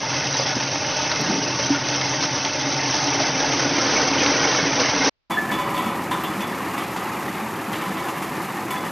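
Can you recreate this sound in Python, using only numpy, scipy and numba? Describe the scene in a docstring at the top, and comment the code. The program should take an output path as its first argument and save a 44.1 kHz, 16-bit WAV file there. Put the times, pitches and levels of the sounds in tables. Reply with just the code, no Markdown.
"""Outdoors, at two walnut peeling machines, heard in turn with a short silence between.
In the first, nuts tumble in a booming sheet-metal drum under a water spray. A hand stirs the hopper,
then the microphone moves in close, swinging past the hollow end of the drum.
The second is duller and quieter: it drones and churns while poured nuts set its steel parts ringing."""
import sys
import numpy as np
from scipy import signal
from scipy.fft import rfft, irfft, next_fast_len
from scipy.io import wavfile
from numba import njit

SR = 44100
rng = np.random.default_rng(int(sys.argv[2]) if len(sys.argv) > 2 else 0)


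def master(y):
    """Save y as 16-bit WAV."""
    cut = np.clip(np.atleast_2d(y).T, -1, 1)
    pcm = np.round(cut * 32767)  # scale
    wavfile.write(sys.argv[1], SR, pcm.astype(np.int16))


N = 392931
TIME = np.arange(N) / SR

FIRST_ENDS_S, SECOND_STARTS_S = 5.091, 5.3
FIRST_CUTOFF_HZ, CUTOFF_HZ = 6340, 14150
STIR_AT_S, STIR_ATTACK_S, STIR_HOLD_S = 1.187, 0.019, 0.13
BUNCHING_HZ = 11  # the nuts bunch up and thin out at random

# hard knocks of nuts in the first drum: t/s, clack level/dB, ring level/dB, ring f/Hz
DRUM_KNOCKS = [(0.338, -4, -23.5, 3920), (0.35, -22, -19, 887), (0.397, -8.5, -19, 548),
               (0.463, -4.5, -30, 1510), (0.60, -1, -29, 920), (1.046, -17, -36, 2120),
               (1.115, 3, -24, 1460), (1.594, -2, -19, 556), (1.746, -4.5, -21, 1420),
               (1.94, -4.5, -32, 2670), (2.012, 0, -21.5, 2150), (2.226, -6.5, -25, 1000),
               (2.448, 0, -33, 2600), (2.941, -2, -18, 893), (3.076, -11.5, -20, 884),
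               (3.203, -2.5, -18.5, 625), (3.404, -4, -21, 1620), (3.432, -15, -16, 854),
               (3.782, -8.5, -21, 2160), (3.962, -7, -16, 2220), (4.205, -11.5, -19.5, 2490),
               (4.261, 2, -21, 910), (4.441, -9.5, -20, 2210), (4.801, -4, -24, 1380)]
# nuts hitting the second machine's steel: t/s, then level/dB of clatter, ring, shell snap, wet splash
STEEL_HITS = [(5.308, -23, -25, -30, -41), (5.513, -24, -24, -24, -39), (5.587, -37, -22.5, -30, -35),
              (5.745, -36, -24.5, -32, -47), (5.777, -37, -27, -19, -36), (5.86, -28, -27, -20, -43),
              (6.112, -22.5, -23.5, -21, -39), (6.236, -36, -31, -23, -37), (6.405, -27, -30, -26, -41),
              (6.777, -28, -31, -30, -37), (6.962, -29, -32, -30, -39), (7.73, -20, -42, -26, -41),
              (7.812, -31, -35, -28, -40), (7.969, -24.5, -30, -27, -44), (8.084, -29, -34, -34, -36),
              (8.224, -25, -34, -30, -39), (8.425, -34, -41, -37, -38), (8.706, -28, -27, -29, -35.5)]


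def first_machine():
    """Wet nuts tumble against a turning drum as the microphone closes in. Returns mid and side."""
    # spectra of the tumbling nuts and of the spray's stereo spread: f/Hz, level/dB
    tumble_spectrum = [(170, 4), (240, 5.5), (360, -5), (500, 4), (610, 2.5), (700, 2.5), (860, 4),
                       (1070, 0), (1300, 0.5), (2150, 0.5), (3000, -9.5), (3900, -23.5), (4600, -21)]
    scatter_spectrum = [(600, -38.5), (1300, 2.5), (2300, 12.5), (4000, 8), (6000, -4)]
    close = ramp(2.56, 3.95)  # the microphone moves in at an even pace
    bunching = surges(BUNCHING_HZ)
    knocked = jostle(DRUM_KNOCKS, share_db=-12.5)
    load = from_db(-28 + 5.44 * close + 0.52 * bunching) * knocked
    water = from_db(-27 + 3.06 * close + 1.03 * bunching) * knocked
    clatter = rms_one(rattle(per_s=900, spread_db=3.5, t60=.07, variety_db=1.5))
    nuts = clatter + from_db(-3.5) * shells(per_s=1600, spread_db=4, t60=.065)
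    strays = from_db(-10) * shells(per_s=90, spread_db=3, t60=.31)  # single nuts that ring on
    tumble = load * coloured(nuts + strays, tumble_spectrum)
    boom = drum(nuts, load, close)
    drops = rms_one(rattle(per_s=1500, spread_db=3, t60=.025, variety_db=1.5))
    spray = water * water_spray(drops, nuts, strays)
    body = tumble + boom + spray + hopper(clatter) + knocks() + rumble(close)
    scatter = water * from_db(-29) * coloured(white(), scatter_spectrum)
    return low_pass(body, FIRST_CUTOFF_HZ) + thin_hiss(drops, water), scatter


def drum(nuts, load, close):
    """The sheet metal booms, harder once every turn; the air inside rings hollow."""
    # modes of the drum (lowest, panels, shell, air inside, mouth): f/Hz, width/Hz, level/dB
    low_mode = [(134.1, 21.6, 0)]
    panel_modes = [(285.3, 28, 0.5), (331, 72, -2)]
    shell_modes = [(551, 32, -46), (606, 55, -40.5), (899, 42, -42), (1467, 55, -48), (2130, 40, -48),
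                   (2620, 210, -45)]
    air_mode = [(812, 204, -44)]
    mouth_mode = [(444, 170, -37.5), (1070, 300, -47.5)]
    turns_per_s, heaviest_at_s = 2.0, .208
    pass_at_s, pass_width_s = 3.15, 0.5  # the microphone swings past the drum's end
    turn_db = 1.5 * np.cos(2 * np.pi * turns_per_s * (TIME - heaviest_at_s))
    unfed = 1 - ramp(STIR_AT_S, STIR_AT_S + STIR_HOLD_S)  # less boom until the hand feeds nuts in
    low = from_db(-36 + 0.5 * close + turn_db) * resonate(white(), low_mode)
    panels = from_db(-36.5 + 5.1 * close + 0.61 * turn_db - 3.5 * unfed) * resonate(nuts, panel_modes)
    hollow = from_db(8 * swell(pass_at_s, pass_width_s)) * resonate(nuts, air_mode)
    # close up, the microphone hears less of the shell and more of the mouth
    shell = from_db(-2.5 * close) * resonate(nuts, shell_modes)
    mouth = (load / load.mean()) ** 2.5 * resonate(nuts, mouth_mode)
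    return low + panels + hollow + shell + mouth


def water_spray(drops, nuts, strays):
    """Drops patter over the tumbling nuts."""
    # spectrum of the spray: f/Hz, level/dB
    spray_spectrum = [(3000, -8), (4200, -8), (4900, -5), (5600, -0.5), (6300, -2)]
    return coloured(drops + .49 * nuts + .5 * strays, spray_spectrum)


def knocks():
    """A nut hits the first drum hard: a dry clack and a short ring of the drum's shell."""
    s, clack_db, ring_db, hz = np.transpose(DRUM_KNOCKS)
    band = signal.butter(2, [1100, 5500], "band", fs=SR, output="sos")
    clacks = signal.sosfilt(band, impacts(s, clack_db - 13, t60=.05, variety_db=1))
    return clacks + notes(zip(s, ring_db, hz), attack_s=.0005, t60=.1, partner=1.09, partner_db=-13)


def hopper(clatter):
    """A hand rolls the nuts in the hopper: one low stroke that holds, then fades."""
    # spectrum of the stirred nuts: f/Hz, level/dB
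    hopper_spectrum = [(80, -37), (170, 4), (260, -0.5), (420, -2), (650, -29), (1200, -13)]
    full_s, fade_db_per_s = STIR_AT_S + STIR_ATTACK_S, 60
    fading_s = np.maximum(TIME - full_s - STIR_HOLD_S, 0)
    stroke = ramp(STIR_AT_S, full_s) * from_db(-28.5 - fade_db_per_s * fading_s)
    return stroke * coloured(clatter, hopper_spectrum)


def second_machine():
    """Nuts churn and shed their wet husks over the drone, louder at first as they are poured in."""
    # spectra of the churning nuts and the shredded husks: f/Hz, level/dB
    churn_spectrum = [(220, -7), (380, -5.5), (437, -11), (471, -35), (652, -9), (758, -4.5), (1020, -4),
                      (1260, -5), (1460, -12.5), (1800, -9), (2890, -18.5), (3250, -25.5), (3600, -24.5),
                      (5000, -30.5), (6500, -57)]
    husk_spectrum = [(2060, -2), (3500, -3.5), (3940, -5), (5340, -5), (6650, -4.5), (8800, -7),
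                     (13400, -4.5), (14500, -11)]
    pour = 1 - ramp(SECOND_STARTS_S, SECOND_STARTS_S + 2.2)
    bunching = jostle(STEEL_HITS, share_db=14) * from_db(0.7 * surges(BUNCHING_HZ))
    clatter = rms_one(rattle(per_s=900, spread_db=3, t60=.15, variety_db=1.5))
    nuts = clatter + from_db(-5) * shells(per_s=1400, spread_db=4, t60=.07)
    churn = from_db(-30 + 1.4 * pour) * bunching * coloured(nuts, churn_spectrum)
    drone = drive(pour)
    shreds = rattle(per_s=1200, spread_db=6, t60=.08, variety_db=1)
    husks = from_db(-42 + 0.43 * pour) * bunching * coloured(shreds, husk_spectrum)
    return churn + drone + husks + hard_hits() + steel_ring() + loose_part()


def hard_hits():
    """Nuts land on the steel with a dull clatter, a snap of the shell and a wet splash."""
    s, clatter_db, _, snap_db, splash_db = np.transpose(STEEL_HITS)
    dull = signal.butter(2, 2340, fs=SR, output="sos")
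    crisp = signal.butter(2, [2150, 3700], "band", fs=SR, output="sos")
    wet = signal.butter(2, 4500, "high", fs=SR, output="sos")
    clatter = signal.sosfilt(dull, impacts(s, clatter_db, t60=.68, variety_db=4))
    snap = signal.sosfilt(np.vstack([crisp, crisp]), impacts(s, snap_db, t60=.25, variety_db=2.5))
    splash = signal.sosfilt(wet, impacts(s, splash_db, t60=.28, variety_db=2.5))
    return clatter + snap + splash


def steel_ring():
    """Each hard hit rings the steel's modes; the thick of the pour keeps them sounding."""
    # modes of the steel: f/Hz, level/dB, t60/s
    steel_modes = [(563, -18, 3.3), (780, -13, 0.8), (1009, -1.5, 0.66), (1288, -10.5, 0.72),
                   (1970, -11.5, 0.44), (2240, -11.5, 0.37), (2977, -21, 0.65), (3070, -25, 0.4),
                   (3445, -18, 0.5), (3650, -22, 0.35), (4572, -24.5, 0.5)]
    s, _, ring_db, _, _ = np.transpose(STEEL_HITS)
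    stream = from_db(-34) * swell(at_s=5.7, width_s=.24)
    out, variety_db = np.zeros(N), 2
    for hz, db, t60 in steel_modes:
        force = from_db(ring_db + variety_db * rng.standard_normal(len(s)))
        energy = stored_energy(s, force, t60) + stream ** 2
        waver = .5 * rms_one(ring(white(), hz, t60=.08))  # bouncing nuts keep restriking the steel
        out += from_db(db) * np.sqrt(energy) * (np.sin(2 * np.pi * hz * TIME) + waver)
    return out


def loose_part():
    """Single nuts hit a loose part, which pings and rattles as it rings."""
    # pings: t/s, level/dB, f/Hz
    pings = [(5.312, -28, 3440), (5.369, -14.5, 1739), (5.485, -21, 1745), (5.52, -27, 3445),
             (5.594, -40, 3445), (5.765, -28, 3440), (6.113, -29.5, 3440), (6.24, -34, 3440),
             (6.408, -31.5, 3440), (8.703, -36, 3445), (8.76, -33, 3440)]
    rattling = from_db(2.5 * surges(130))
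    return rattling * notes(pings, attack_s=.006, t60=.3, partner=1.011, partner_db=-30)


def thumps():
    """Soft, heavy blows on either casing: each swells into a low panel mode and dies away."""
    # blows: t/s, level/dB, f/Hz, t60/s
    blows = [(0.566, -9, 268, 0.036), (1.295, -13, 298, 0.073), (1.703, -9, 285, 0.16),
             (3.782, -9, 323, 0.041), (4.621, -20, 175, 0.1), (5.001, -16, 275.3, 0.38),
             (5.864, -17, 234, 0.14), (6.372, -24, 201, 0.35), (7.423, -25, 220, 0.31),
             (7.681, -27, 205, 0.31), (7.87, -25, 195, 0.62), (8.654, -18.5, 326, 0.084)]
    out, age = np.zeros(N), TIME[:SR // 4]
    for s, db, hz, t60 in blows:
        envelope = from_db(db) * strike_envelope(age, attack_s=.5 / hz, t60=t60)
        add_at(out, s, envelope * np.sin(2 * np.pi * hz * age))
    return out


def scrapes():
    """Shells scrape or crack: each is a short hiss in a narrow band."""
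    # scrapes and cracks: t/s, level/dB, f/Hz, t60/s
    cracks = [(0.38, -24, 5100, .3), (0.473, -24, 5300, .1), (3.81, -22, 5500, .1), (4.755, -19, 5500, .06),
              (6.236, -28, 3000, .14), (6.236, -29, 13500, .05)]
    out, age = np.zeros(N), TIME[:SR // 2]
    for s, db, hz, t60 in cracks:
        band = signal.butter(3, [hz / 1.12, hz * 1.12], "band", fs=SR, output="sos")
        hiss = rms_one(signal.sosfilt(band, rng.standard_normal(len(age))))
        add_at(out, s, from_db(db) * hiss * strike_envelope(age, attack_s=.002, t60=t60))
    return out


def drive(pour):
    """The second machine's drive shakes its casing into a low drone."""
    # modes of the casing: f/Hz, width/Hz, level/dB
    casing_modes = [(132.6, 31, -20), (214, 45, -5), (267, 37, -4.5), (317, 28, -1.5)]
    # spectrum of the drone: f/Hz, level/dB
    drone_spectrum = [(25, -30), (50, -33), (75, -13), (100, -9.5), (180, 0), (380, -10.5), (550, -7.5),
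                      (1000, -46)]
    casing = resonate(white(), casing_modes)
    return from_db(-36 + 2.6 * pour) * (casing + from_db(1) * coloured(white(), drone_spectrum))


def rumble(close):
    """A low rumble under the first machine grows as the microphone nears."""
    # spectrum of the rumble: f/Hz, level/dB
    rumble_spectrum = [(20, -0.5), (45, -7), (62, -25), (85, 8), (110, 0.5), (200, -4), (500, -5.5)]
    return from_db(-46 + 4.2 * close) * coloured(white(), rumble_spectrum)


def air():
    """A thin hiss that gives the second machine its width."""
    # spectrum of the hiss: f/Hz, level/dB
    air_spectrum = [(1100, -32), (1960, 5), (7190, -1), (8160, 11), (14000, -11)]
    return from_db(-53.5) * coloured(white(), air_spectrum)


def thin_hiss(texture, spray_gain):
    """The microphone's signal chain adds a faint hiss at 8-10 kHz that follows the spray's level."""
    # spectrum of the hiss: f/Hz, level/dB
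    hiss_spectrum = [(7000, -55.5), (8200, -8), (8800, 7), (10000, 15), (10250, 0), (10600, -41)]
    return from_db(-35) * spray_gain * coloured(texture, hiss_spectrum)


def noise_floor():
    """Very faint steady noise, separate in each channel."""
    # spectrum of the background: f/Hz, level/dB
    floor_spectrum = [(20, -6), (60, -3.5), (150, -17.5), (500, -17), (5000, -22.5)]
    return from_db(-77.5) * coloured(rng.standard_normal((2, N)), floor_spectrum)


def shells(per_s, spread_db, t60):
    """Nuts collide at random, each ringing briefly at a pitch set by its size; rms 1."""
    when, size, force, sign = rng.random((per_s * N // SR, 4)).T
    hz = 380 * (6200 / 380) ** size
    decay_s = t60 / np.hypot(1, hz / 2000)  # high pitches die sooner
    height = from_db(spread_db * (2 * force - 1)) * np.sign(sign - .5) * np.sqrt(hz / decay_s)
    keeps, step = from_db(-60 / (decay_s * SR)), 2 * np.pi * hz / SR
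    starts, lengths = (when * N).astype(int), (.7 * decay_s * SR).astype(int)
    feedback = 2 * keeps * np.cos(step)
    return rms_one(dying_sines(starts, feedback, keeps, height * np.sin(step), lengths, N))


def rattle(per_s, spread_db, t60, variety_db):
    """Unpitched collisions at random moments and with random force."""
    total = per_s * N // SR
    force_db = spread_db * rng.uniform(-1, 1, total)
    return impacts(rng.uniform(0, N / SR, total), force_db, t60, variety_db)


def impacts(times, level_db, t60, variety_db):
    """Each impact excites a crowd of short modes: a dying burst with its own strength in every band."""
    edges_hz = np.geomspace(120, 16000, num=8)
    noises, out = [white(), white()], np.zeros(N)
    for k, (low, high) in enumerate(zip(edges_hz, edges_hz[1:])):
        force = from_db(level_db + variety_db * rng.standard_normal(len(times)))
        band = signal.butter(2, [low, high], "band", fs=SR, output="sos")
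        out += signal.sosfilt(band, noises[k % 2] * np.sqrt(stored_energy(times, force, t60)))
    return out


def jostle(hits, share_db, settle_s=.023):
    """A hard hit sets its neighbours rattling: a gain that jumps and settles back to 1."""
    s, db = np.transpose(hits)[:2]
    keep = np.exp(-1 / (settle_s * SR))
    return 1 + signal.lfilter([1], [1, -keep], clicks(s, from_db(db + share_db)) + 1e-18)


def notes(rows, attack_s, t60, partner, partner_db):
    """Each row (t/s, level/dB, f/Hz) strikes two close modes, the second at partner times the pitch."""
    out, age = np.zeros(N), TIME[:SR // 2]
    envelope = strike_envelope(age, attack_s, t60)
    for s, db, hz in rows:
        angle = 2 * np.pi * hz * age
        pair = np.sin(angle) + from_db(partner_db) * np.sin(partner * angle)
        add_at(out, s, from_db(db) * envelope * pair)
    return out


def resonate(x, modes):
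    """Parallel resonances with steep skirts, each at its own rms level."""
    out = np.zeros(N)
    for hz, width, db in modes:
        edges_hz = [max(hz - width * .75, 20), hz + width * .75]
        band = signal.butter(1, edges_hz, "band", fs=SR, output="sos")
        out += from_db(db) * rms_one(signal.sosfilt(np.vstack([band, band]), x))
    return out


def ring(x, hz, t60):
    """One mode: a unit click sets a sine of height 1 ringing."""
    keep, step = from_db(-60 / (t60 * SR)), 2 * np.pi * hz / SR
    return signal.lfilter([0, np.sin(step)], [1, -2 * keep * np.cos(step), keep * keep], x + 1e-18)


@njit
def dying_sines(starts, feedback, keeps, firsts, lengths, size):
    """Sum of two-pole rings, each with its own start, pitch, decay, height and length."""
    out = np.zeros(size)
    for k in range(len(starts)):
        now, before = firsts[k], 0.0
        for i in range(starts[k], min(size, starts[k] + lengths[k])):
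            out[i] += now
            now, before = feedback[k] * now - keeps[k] * keeps[k] * before, now
    return out


def stored_energy(times, force, t60):
    """Energy that each hit adds to and damping drains."""
    keep = from_db(-120 / (t60 * SR))
    return signal.lfilter([1], [1, -keep], clicks(times, force ** 2) + 1e-18)


def strike_envelope(age, attack_s, t60):
    """A quick rise and an exponential decay."""
    return (1 - np.exp(-age / attack_s)) * from_db(-60 * age / t60)


def clicks(times, heights):
    """One-sample pushes at the given times."""
    return np.bincount(np.clip(np.asarray(times) * SR, 0, N - 1).astype(int), heights, N)


def add_at(out, s, sound):
    """Mix a sound into out from time s."""
    start = int(s * SR)
    out[start:start + len(sound)] += sound[:N - start]


def ramp(start_s, end_s):
    """Rises evenly from 0 to 1 between two times."""
    return np.clip((TIME - start_s) / (end_s - start_s), 0, 1)


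def swell(at_s, width_s):
    """A bell curve of height 1."""
    return np.exp(-((TIME - at_s) / width_s) ** 2)


def surges(rate_hz):
    """Random wander, mostly slower than rate_hz; rms 1."""
    return rms_one(filtered(white(), lambda hz: 1 / (1 + (hz / rate_hz) ** 2)))


def coloured(x, spectrum):
    """Shape x by a spectrum that falls away beyond its ends; rms 1."""
    points, db = np.transpose(spectrum)

    def response(hz):
        skirts = np.minimum(1, np.minimum(hz / points[0], points[-1] / hz)) ** 6
        return from_db(np.interp(np.log(hz), np.log(points), db)) * skirts
    return rms_one(filtered(x, response))


def low_pass(x, edge_hz):
    """A very steep band edge."""
    return filtered(x, lambda hz: 1 / np.sqrt(1 + (hz / edge_hz) ** 400))


def filtered(x, response):
    """Apply a response given as a function of frequency."""
    size = next_fast_len(N + SR // 2)
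    hz = np.maximum(np.arange(size // 2 + 1) * SR / size, 1)
    return irfft(rfft(x, size) * response(hz), size)[..., :N]


def white():
    """Fresh white noise."""
    return rng.standard_normal(N)


def from_db(db):
    """Decibels to gain."""
    return 10 ** (np.asarray(db) / 20)


def rms_one(x):
    """Scale to an rms of 1."""
    return x / np.sqrt(np.mean(x ** 2) + 1e-20)


def scene():
    """The machines sound in turn, almost straight ahead of the microphone."""
    fade_s = .006
    first_on = 1 - ramp(FIRST_ENDS_S, FIRST_ENDS_S + fade_s)
    second_on = ramp(SECOND_STARTS_S - fade_s / 2, SECOND_STARTS_S + fade_s / 2)
    blows = thumps() + scrapes()
    mid, scatter = first_machine()
    first = first_on * (mid + low_pass(blows, FIRST_CUTOFF_HZ))
    second = second_on * (second_machine() + blows)
    tick = clicks([1.214], from_db([-15]))  # one small, sharp tick
    treble = signal.butter(2, 1150, "high", fs=SR, output="sos")
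    lean = from_db(-27) * signal.sosfilt(treble, first)  # the first machine's treble leans right
    side = lean + first_on * scatter + second_on * air()
    return first + second + tick + noise_floor() + np.array([-side, side])


def record(dry):
    """The top is cut steeply."""
    return low_pass(dry, CUTOFF_HZ)


dry = scene()
out = record(dry)
master(out)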